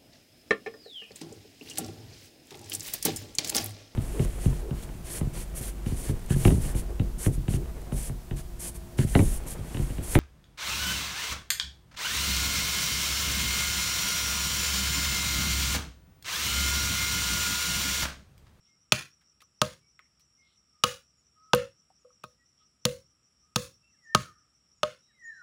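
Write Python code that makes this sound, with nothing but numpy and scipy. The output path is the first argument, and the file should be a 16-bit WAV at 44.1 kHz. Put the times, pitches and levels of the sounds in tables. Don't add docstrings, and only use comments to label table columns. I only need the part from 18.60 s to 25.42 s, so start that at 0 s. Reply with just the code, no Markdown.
import sys
import numpy as np
from scipy import signal
from scipy.fft import rfft, irfft, next_fast_len
from scipy.io import wavfile
from scipy.ndimage import uniform_filter1d

SR = 44100
rng = np.random.default_rng(int(sys.argv[2]) if len(sys.argv) > 2 else 0)


def bounce(signal):
    frames = np.transpose(np.atleast_2d(signal))
    limited = np.clip(frames, -1, 1)
    pcm = np.round(limited * 32767).astype(np.int16)
    wavfile.write(sys.argv[1], SR, pcm)


N = 300762
TIME = np.arange(N) / SR
AGE = TIME[:SR // 2]


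def from_db(db):
    return 10 ** (np.asarray(db) / 20)


def rms_one(x):
    return x / np.sqrt(np.mean(x ** 2) + 1e-20)


def add(out, s, sound):
    at = round(s * SR)
    out[at:at + len(sound)] += sound[:N - at]


def frequencies(size):
    return np.maximum(np.fft.rfftfreq(size, 1 / SR), 1)


def noise(colour_db, size):
    spectrum = rfft(rng.standard_normal(size))
    return rms_one(irfft(spectrum * from_db(colour_db(frequencies(size))), size))


def long_noise(colour_db):
    return noise(colour_db, next_fast_len(N))[:N]


def at_hz(points, hz):
    f, db = np.transpose(points)
    return np.interp(np.log(hz), np.log(f), db)


def bump(hz, centre, width):
    return 1 / (1 + (2 * (hz - centre) / width) ** 2)


def band_db(centre_hz, width_hz):
    return lambda hz: 30 * np.log10(bump(hz, centre_hz, 2 * width_hz))


def drift(rate, size):
    knots = rng.standard_normal(size // 8 + 2)
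    return np.interp(np.arange(size) / SR * rate, np.arange(len(knots)), knots) * np.sqrt(3 / 2)


# (frequency [Hz], relative level [dB per Hz])
AIR_COLOUR = [(25, -21), (45, -2), (62, 10.5), (100, 1), (150, 3.5), (300, -5.5), (480, -11.5), (1040, -16),
              (1650, -15), (2900, -14), (4200, -21), (6400, -26.5), (9300, -30.5), (16000, -36)]


def air(level_db=-74.5):
    return from_db(level_db) * long_noise(lambda hz: at_hz(AIR_COLOUR, hz))


# (centre [Hz], width [Hz], level [dB], mean throb rate [per s], throb depth [dB])
INSECT_CHORUSES = [(5380, 440, -79, 3.1, 2.5), (5574, 140, -73.5, 2.7, 2.5), (7120, 240, -88, 4, 2),
                   (7820, 770, -85, 4, 1), (10630, 700, -93, 5.7, 2.5), (1270, 170, -85.5, 0.69, 0.5)]


def insects(wander=0.14):
    out = 0
    for centre_hz, width_hz, db, per_s, depth_db in INSECT_CHORUSES:
        throb_rate = per_s * (1 + wander * drift(1.8, N))
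        throb = np.sin(2 * np.pi * np.cumsum(throb_rate) / SR)
        out = out + from_db(db + depth_db * throb) * long_noise(band_db(centre_hz, width_hz))
    return out


# (time [s], length [s], centre [Hz], peak level [dB])
HOARSE_CALLS = [(0.015, 0.11, 3330, -79), (1.81, 0.18, 3560, -74), (3.969, 0.09, 3200, -75.5)]


def rasps(width_hz=900):
    out = np.zeros(N)
    for s, length_s, centre_hz, db in HOARSE_CALLS:
        swell = np.sin(np.pi * np.minimum(AGE / length_s, 1))
        add(out, s, from_db(db) * swell * noise(band_db(centre_hz, width_hz), len(AGE)))
    return out


def whistle(points, waver=0.013, flutter_db=1.0, edge_s=.03):
    s, hz, db = np.transpose(points)
    t = np.arange(s[0], s[-1], 1 / SR)
    pitch_hz = np.interp(t, s, hz) * (1 + waver * drift(160, len(t)))
    level = from_db(np.interp(t, s, db) + flutter_db * drift(50, len(t)))
    edges = np.clip(np.minimum(t - s[0], s[-1] - t) / edge_s, 0, 1)
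    tone = np.sin(2 * np.pi * np.cumsum(pitch_hz) / SR)
    return np.sqrt(2) * level * edges * tone


def glide(length_s, hz, octaves, db):
    return [(0, hz, db), (length_s, hz * 2 ** octaves, db)]


# (start [s], end [s], starting pitch [Hz], level [dB])
FAR_NOTES = [(.06, .17, 2130, -74), (1.202, 1.298, 2244, -76.5), (1.772, 1.897, 2123, -68),
             (2.122, 2.24, 1240, -74), (2.751, 2.94, 1265, -63.5), (3.78, 3.848, 1910, -72),
             (3.991, 4.059, 1265, -70.5), (4.814, 4.968, 1240, -75), (5.217, 5.32, 2680, -70.5),
             (6.408, 6.603, 3830, -78), (6.66, 6.82, 3990, -77)]
# (time [s], level [dB])
BIRD_CHIPS = [(2.561, -70.5), (3.38, -73), (5.419, -70), (6.15, -72), (6.631, -55.5)]
# (time into the song [s], pitch before the song's factor [Hz], level against the song's [dB])
SONG_SHAPE = [(0, 2170, -25), (.05, 2054, -25.5), (.11, 1825, -3.5), (0.169, 1810, 5.5), (.24, 1590, -9.5),
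              (.33, 1266, 0), (.38, 1170, -12)]
# (time [s], pitch factor [ratio], level [dB])
SONG_TIMES = [(5.36, .995, -53), (6.52, 1.02, -47.5)]


def birds(direct_db=-1, forest_db=-8, forest_t60=0.63, note_octaves=0.014,
          chip_s=.06, chip_hz=7140, chip_octaves=-0.12, chip_waver=0.016,
          flick_s=.065, flick_hz=2150, flick_octaves=-0.5, flick_db=-23.5, flick_lead_s=.048):
    out = np.zeros(N)
    for s, end_s, hz, db in FAR_NOTES:
        add(out, s, whistle(glide(end_s - s, hz, note_octaves, db)))
    for s, db in BIRD_CHIPS:
        add(out, s, whistle(glide(chip_s, chip_hz, chip_octaves, db), chip_waver))
    for s, pitch, db in SONG_TIMES:
        flick = glide(flick_s, flick_hz, flick_octaves, db + flick_db)
        add(out, s - flick_lead_s, whistle(flick))
        add(out, s, whistle(np.array(SONG_SHAPE) * [1, pitch, 1] + [0, 0, db]))
    echoes = rng.standard_normal(len(AGE)) * from_db(-60 * AGE / forest_t60)
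    forest = signal.fftconvolve(out, echoes / np.linalg.norm(echoes))[:N]
    return from_db(direct_db) * out + from_db(forest_db) * forest


# (mean pitch mid-chirp [Hz], mean level [dB])
CRICKET_PAIR = [(5570, -70.5), (5840, -71)]
# (first chirp [s], end [s], rate [chirps per s])
CHIRP_BOUTS = [(0.064, 1.1, 6.4), (1.108, 4.35, 5.75), (4.505, 6.82, 6.16)]


def crickets(chirp_s=.027, rise_hz_per_s=1200, width_hz=90, spread_db=1.5,
             wing_hz=240, wing_depth=0.16, jitter_s=0.0073, stray_hz=25):
    out = np.zeros(N)
    t = AGE - 3 * chirp_s
    swell = np.exp(-(t / chirp_s) ** 2) * (1 + wing_depth * np.sin(2 * np.pi * wing_hz * t))
    rise = np.exp(1j * np.pi * rise_hz_per_s * t ** 2)
    bouts = [np.arange(first_s, end_s, 1 / per_s) for first_s, end_s, per_s in CHIRP_BOUTS]
    for s in np.concatenate(bouts):
        for pitch_hz, db in CRICKET_PAIR:
            late, louder, higher = rng.standard_normal(3)
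            band = noise(band_db(pitch_hz + stray_hz * higher, width_hz), len(t))
            chirp = swell * np.real(signal.hilbert(band) * rise)
            start_s = np.clip(s + t[0] + jitter_s * late, 0, TIME[-1])
            add(out, start_s, from_db(db + spread_db * louder) * chirp)
    return out


# (frequency [Hz], relative level [dB per Hz])
FIBRE_COLOUR = [(600, -19), (1300, -5.5), (2000, -15.5), (2700, -1.5), (3600, -3), (4500, -4.5),
                (5100, -5.5), (6700, -6.5), (8100, -17.5), (9700, -11.5), (12000, -27.5), (15500, -19)]


def crack(bite_s, colour, rise_s=0.00013, splinter_db=-21, splinter_t60=0.08, grain_db=1.0, snap_db=5.0):
    size = len(AGE)
    cut = np.exp(-(AGE / bite_s) ** 2 / 2) * from_db(grain_db * drift(1500, size))
    snaps = from_db(splinter_db - 60 * AGE / splinter_t60 + snap_db * drift(700, size))
    force = (cut + snaps) * (1 - np.exp(-AGE / rise_s))
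    fibres = rng.standard_normal(size)
    broad = np.sqrt(uniform_filter1d(np.abs(rfft(force * fibres)) ** 2, size=400))
    hz = frequencies(size)
    wood = from_db(at_hz(FIBRE_COLOUR, hz) + colour(hz))
    return force * rms_one(irfft(rfft(fibres) / broad * wood, size))


# (pitch [Hz], starting level against the crack [dB], time to fall 60 dB [s])
BLADE_MODES = [(1553, -28, 0.038), (1832, -35, 0.17), (2690, -28, 0.058), (2790, -30, .2),
               (4500, -35, 0.14), (7240, -31.5, 0.14), (9630, -41, 0.15)]


def blade():
    out = 0
    for hz, db, t60 in BLADE_MODES:
        out = out + from_db(db - 60 * AGE / t60) * np.sin(2 * np.pi * hz * AGE)
    return out


def bark_chips(count=14, mean_flight_s=.055, chip_db=-21, spread_db=4, centre_hz=3600, octaves=.7,
               fade_cycles=9 * np.pi):
    out = np.zeros(N)
    t = AGE[:SR // 20]
    lateness = rng.gamma(3, 1 / 3, count)
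    chances = np.clip(rng.standard_normal((2, count)), -2, 2)
    for late, louder, higher in zip(lateness, *chances):
        hz = min(centre_hz * 2 ** (octaves * higher), SR / 3)
        tick = np.sin(2 * np.pi * hz * t) * from_db(-60 * t * hz / fade_cycles)
        level = from_db(chip_db + spread_db * louder) * np.exp(-late)
        add(out, late * mean_flight_s, level * tick)
    return out[:len(AGE)]


# (frequency [Hz], relative level [dB per Hz])
LITTER_COLOUR = [(30, -19.5), (60, -1), (115, 0.5), (180, -3.5), (260, -14.5), (350, -12), (480, -21),
                 (900, -52), (16000, -89)]
# (pitch [Hz], damping width [Hz], swell's peak against the thud's level [dB])
LOG_MODES = [(163, 150, 3), (134, 27, -15), (206, 45, -12.5), (84.5, 46, -19)]


def thud(lag_s=0.0017, litter_db=-18, litter_t60=0.37, litter_rise_s=0.0042):
    t = np.maximum(AGE - lag_s, 0)
    shake = (1 - np.exp(-t / litter_rise_s)) * from_db(litter_db - 60 * t / litter_t60)
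    out = shake * noise(lambda hz: at_hz(LITTER_COLOUR, hz), len(AGE))
    for hz, width_hz, db in LOG_MODES:
        u = np.pi * width_hz * t
        swell = (u / 2) ** 2 * np.exp(2 - u)
        out = out - from_db(db) * swell * np.sin(2 * np.pi * hz * t)
    return out


# (mean pitch [Hz], level against the family's [dB], time to fall 60 dB [s])
BRANCH_MODES = [
    [(495.4, -1, .3), (543, -12, 0.55)],
    [(612.1, 4, .15), (522, -17.5, 0.24)],
    [(348, -6.5, 0.037), (463, 1.5, .018), (637, -5.5, 0.036), (849, 1, 0.018), (1000, -1.5, .025),
     (1550, -3, 0.035), (1795, -13, 0.021)],
    [(1100, -7, 0.076), (1242, 2, 0.045), (1352, -3, 0.031), (1252, -22.5, .25)],
]


def branch(family_db, contact_s=0.0013, detune=.004, late_fade_s=.15):
    out = 0
    for modes, level_db in zip(BRANCH_MODES, family_db):
        for k, (hz, db, t60) in enumerate(modes):
            swing = np.sin(2 * np.pi * hz * (1 + detune * rng.normal()) * AGE)
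            sign = (-1) ** k
            out = out + sign * from_db(level_db + db - 60 * AGE / t60) * swing
    build_up = 1 - np.exp(-AGE / contact_s)
    late_fade = np.exp(-(AGE / late_fade_s) ** 4)
    return out * build_up * late_fade


def rings(db, place):
    angle = np.pi / 2 * np.clip(place, .001, .999)
    return db + 20 * np.log10([np.cos(angle), np.sin(angle)])


# (frequency [Hz], relative level [dB])
ECHO_COLOUR = [(50, 12.5), (120, 23.5), (250, 12.5), (600, 9), (900, 5), (1250, 9.5), (2000, 10.5),
               (2800, 1), (3600, -0.5), (4400, 3), (5400, 2), (7000, 5.5), (12000, 6), (15500, 6)]


def scatter(blow, rise_s=0.02, fade_s=0.082, shape=1.7, patchy_db=1.5):
    level = (1 - np.exp(-AGE / rise_s)) * np.exp(-(AGE / fade_s) ** shape)
    level = level * from_db(patchy_db * drift(350, len(AGE)))
    echoes = noise(lambda hz: at_hz(ECHO_COLOUR, hz), len(AGE))
    return level * rms_one(irfft(rfft(blow) * rfft(echoes), len(AGE)))


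# (time [s], crack level [dB], bite [s], crack pitch [Hz], its peak [dB],
# brightness [dB per octave], thud level [dB], clack level [dB], knock level [dB], ring level [dB],
# place [0-1 from the low ring's spot to the high ring's])
CHOP_BLOWS = [(0.3211, -8, 0.003, 2753, 9.5, 0, -23.5, -19.5, -24, -34, 0.87),
              (1.016, -15, 0.0029, 3600, 1, -0.5, -23, -19.5, -17, -25.5, 0.71),
              (2.2368, -13, 0.0038, 3014, 5.5, 0, -28.5, -21, -12.5, -27, 0.08),
              (2.9332, -10, 0.0025, 2902, 7, -3.5, -20.5, -9, -16, -15, 0),
              (3.6378, -40.5, 0.0021, 3820, 11.5, 4.5, -47.5, -38.5, -35.5, -52.5, 0.48),
              (4.2526, -14, .0021, 3910, 4, 2, -21.5, -29, -29.5, -23, 0.11),
              (4.959, -18.5, 0.004, 3720, 3.5, 2.5, -22, -23, -24.5, -30, 0),
              (5.5481, -13, 0.0026, 3270, -2, -1.5, -20, -14, -11, -34.5, 0.85),
              (6.2311, -20.5, 0.0031, 3223, 6.5, -3, -35.5, -23, -19, -23, .87)]


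def chops(peak_width_hz=600, scatter_db=-24, usual_bite_s=.003, scatter_db_per_doubling=10.5):
    out = np.zeros(N)
    for (s, crack_db, bite_s, crack_hz, peak_db, bright, thud_db,
         clack_db, knock_db, ring_db, place) in CHOP_BLOWS:

        def colour(hz):
            tilt = bright * np.log2(np.maximum(hz / crack_hz, 1 / 2))
            return peak_db * bump(hz, crack_hz, peak_width_hz) + tilt

        split = crack(bite_s, colour)
        depth_db = scatter_db_per_doubling * np.log2(bite_s / usual_bite_s)
        echo_db = crack_db + scatter_db + depth_db
        add(out, s, from_db(crack_db) * (split + blade() + bark_chips()))
        add(out, s, from_db(thud_db) * thud())
        add(out, s, branch([*rings(ring_db, place), clack_db, knock_db]))
        add(out, s, from_db(echo_db) * scatter(split))
    return out


# (time [s], mean level at the start [dB], fade time [s], pitch [Hz], band width scale [octaves])
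RUBS_AND_SNAP = [(0.611, -67.5, 0.019, 1680, 0.88), (.805, -54, 0.0046, 2430, .8),
                 (0.817, -54, .0076, 2600, 1.5), (1.392, -51.5, 0.0053, 1880, 0.41),
                 (1.406, -66.5, 0.041, 2034, 0.24), (1.596, -64.5, 0.014, 4010, 1.3),
                 (2.9486, -21.5, 0.0013, 3600, 2.21), (3.303, -59.5, 0.0081, 775, 0.12),
                 (3.636, -48, 0.0058, 2550, 0.052)]


def rubs_and_snap(grain_db=2.0, echo_db=-24, echo_t60=0.12):
    out = np.zeros(N)
    for s, db, fade_s, pitch_hz, octaves in RUBS_AND_SNAP:
        force = np.exp(-AGE / fade_s) + from_db(echo_db - 60 * AGE / echo_t60)
        grit = noise(lambda hz: 20 * np.log10(bump(np.log2(hz / pitch_hz), 0, 2 * octaves)), len(AGE))
        grain = grain_db * drift(600 * octaves, len(AGE))
        add(out, s, from_db(db + grain) * force * grit)
    return out


# (time [s], knock level [dB], ring level [dB])
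BRANCH_NUDGES = [(.821, -51, -78), (1.394, -51, -79), (3.447, -59, -47.5), (3.503, -58, -68.5)]


def nudges(place=0.082, soft_s=0.0024, clack_db=-14, damp_s=0.076):
    out = np.zeros(N)
    damping = np.exp(-AGE / damp_s)
    for s, knock_db, ring_db in BRANCH_NUDGES:
        family_db = [*rings(ring_db, place), knock_db + clack_db, knock_db]
        add(out, s, branch(family_db, soft_s) * damping)
    return out


def scene():
    background = air() + insects() + rasps() + birds() + crickets()
    return (background + chops() + rubs_and_snap() + nudges())[None]


def record(dry, low_cut_hz=58, top_cut_hz=15700):
    bass_cut = signal.butter(2, low_cut_hz, "high", fs=SR, output="sos")
    top_cut = signal.ellip(10, .1, 80, top_cut_hz, fs=SR, output="sos")
    rounded = np.tanh(signal.sosfilt(bass_cut, dry))
    return signal.sosfilt(top_cut, rounded)


dry = scene()
out = record(dry)
bounce(out)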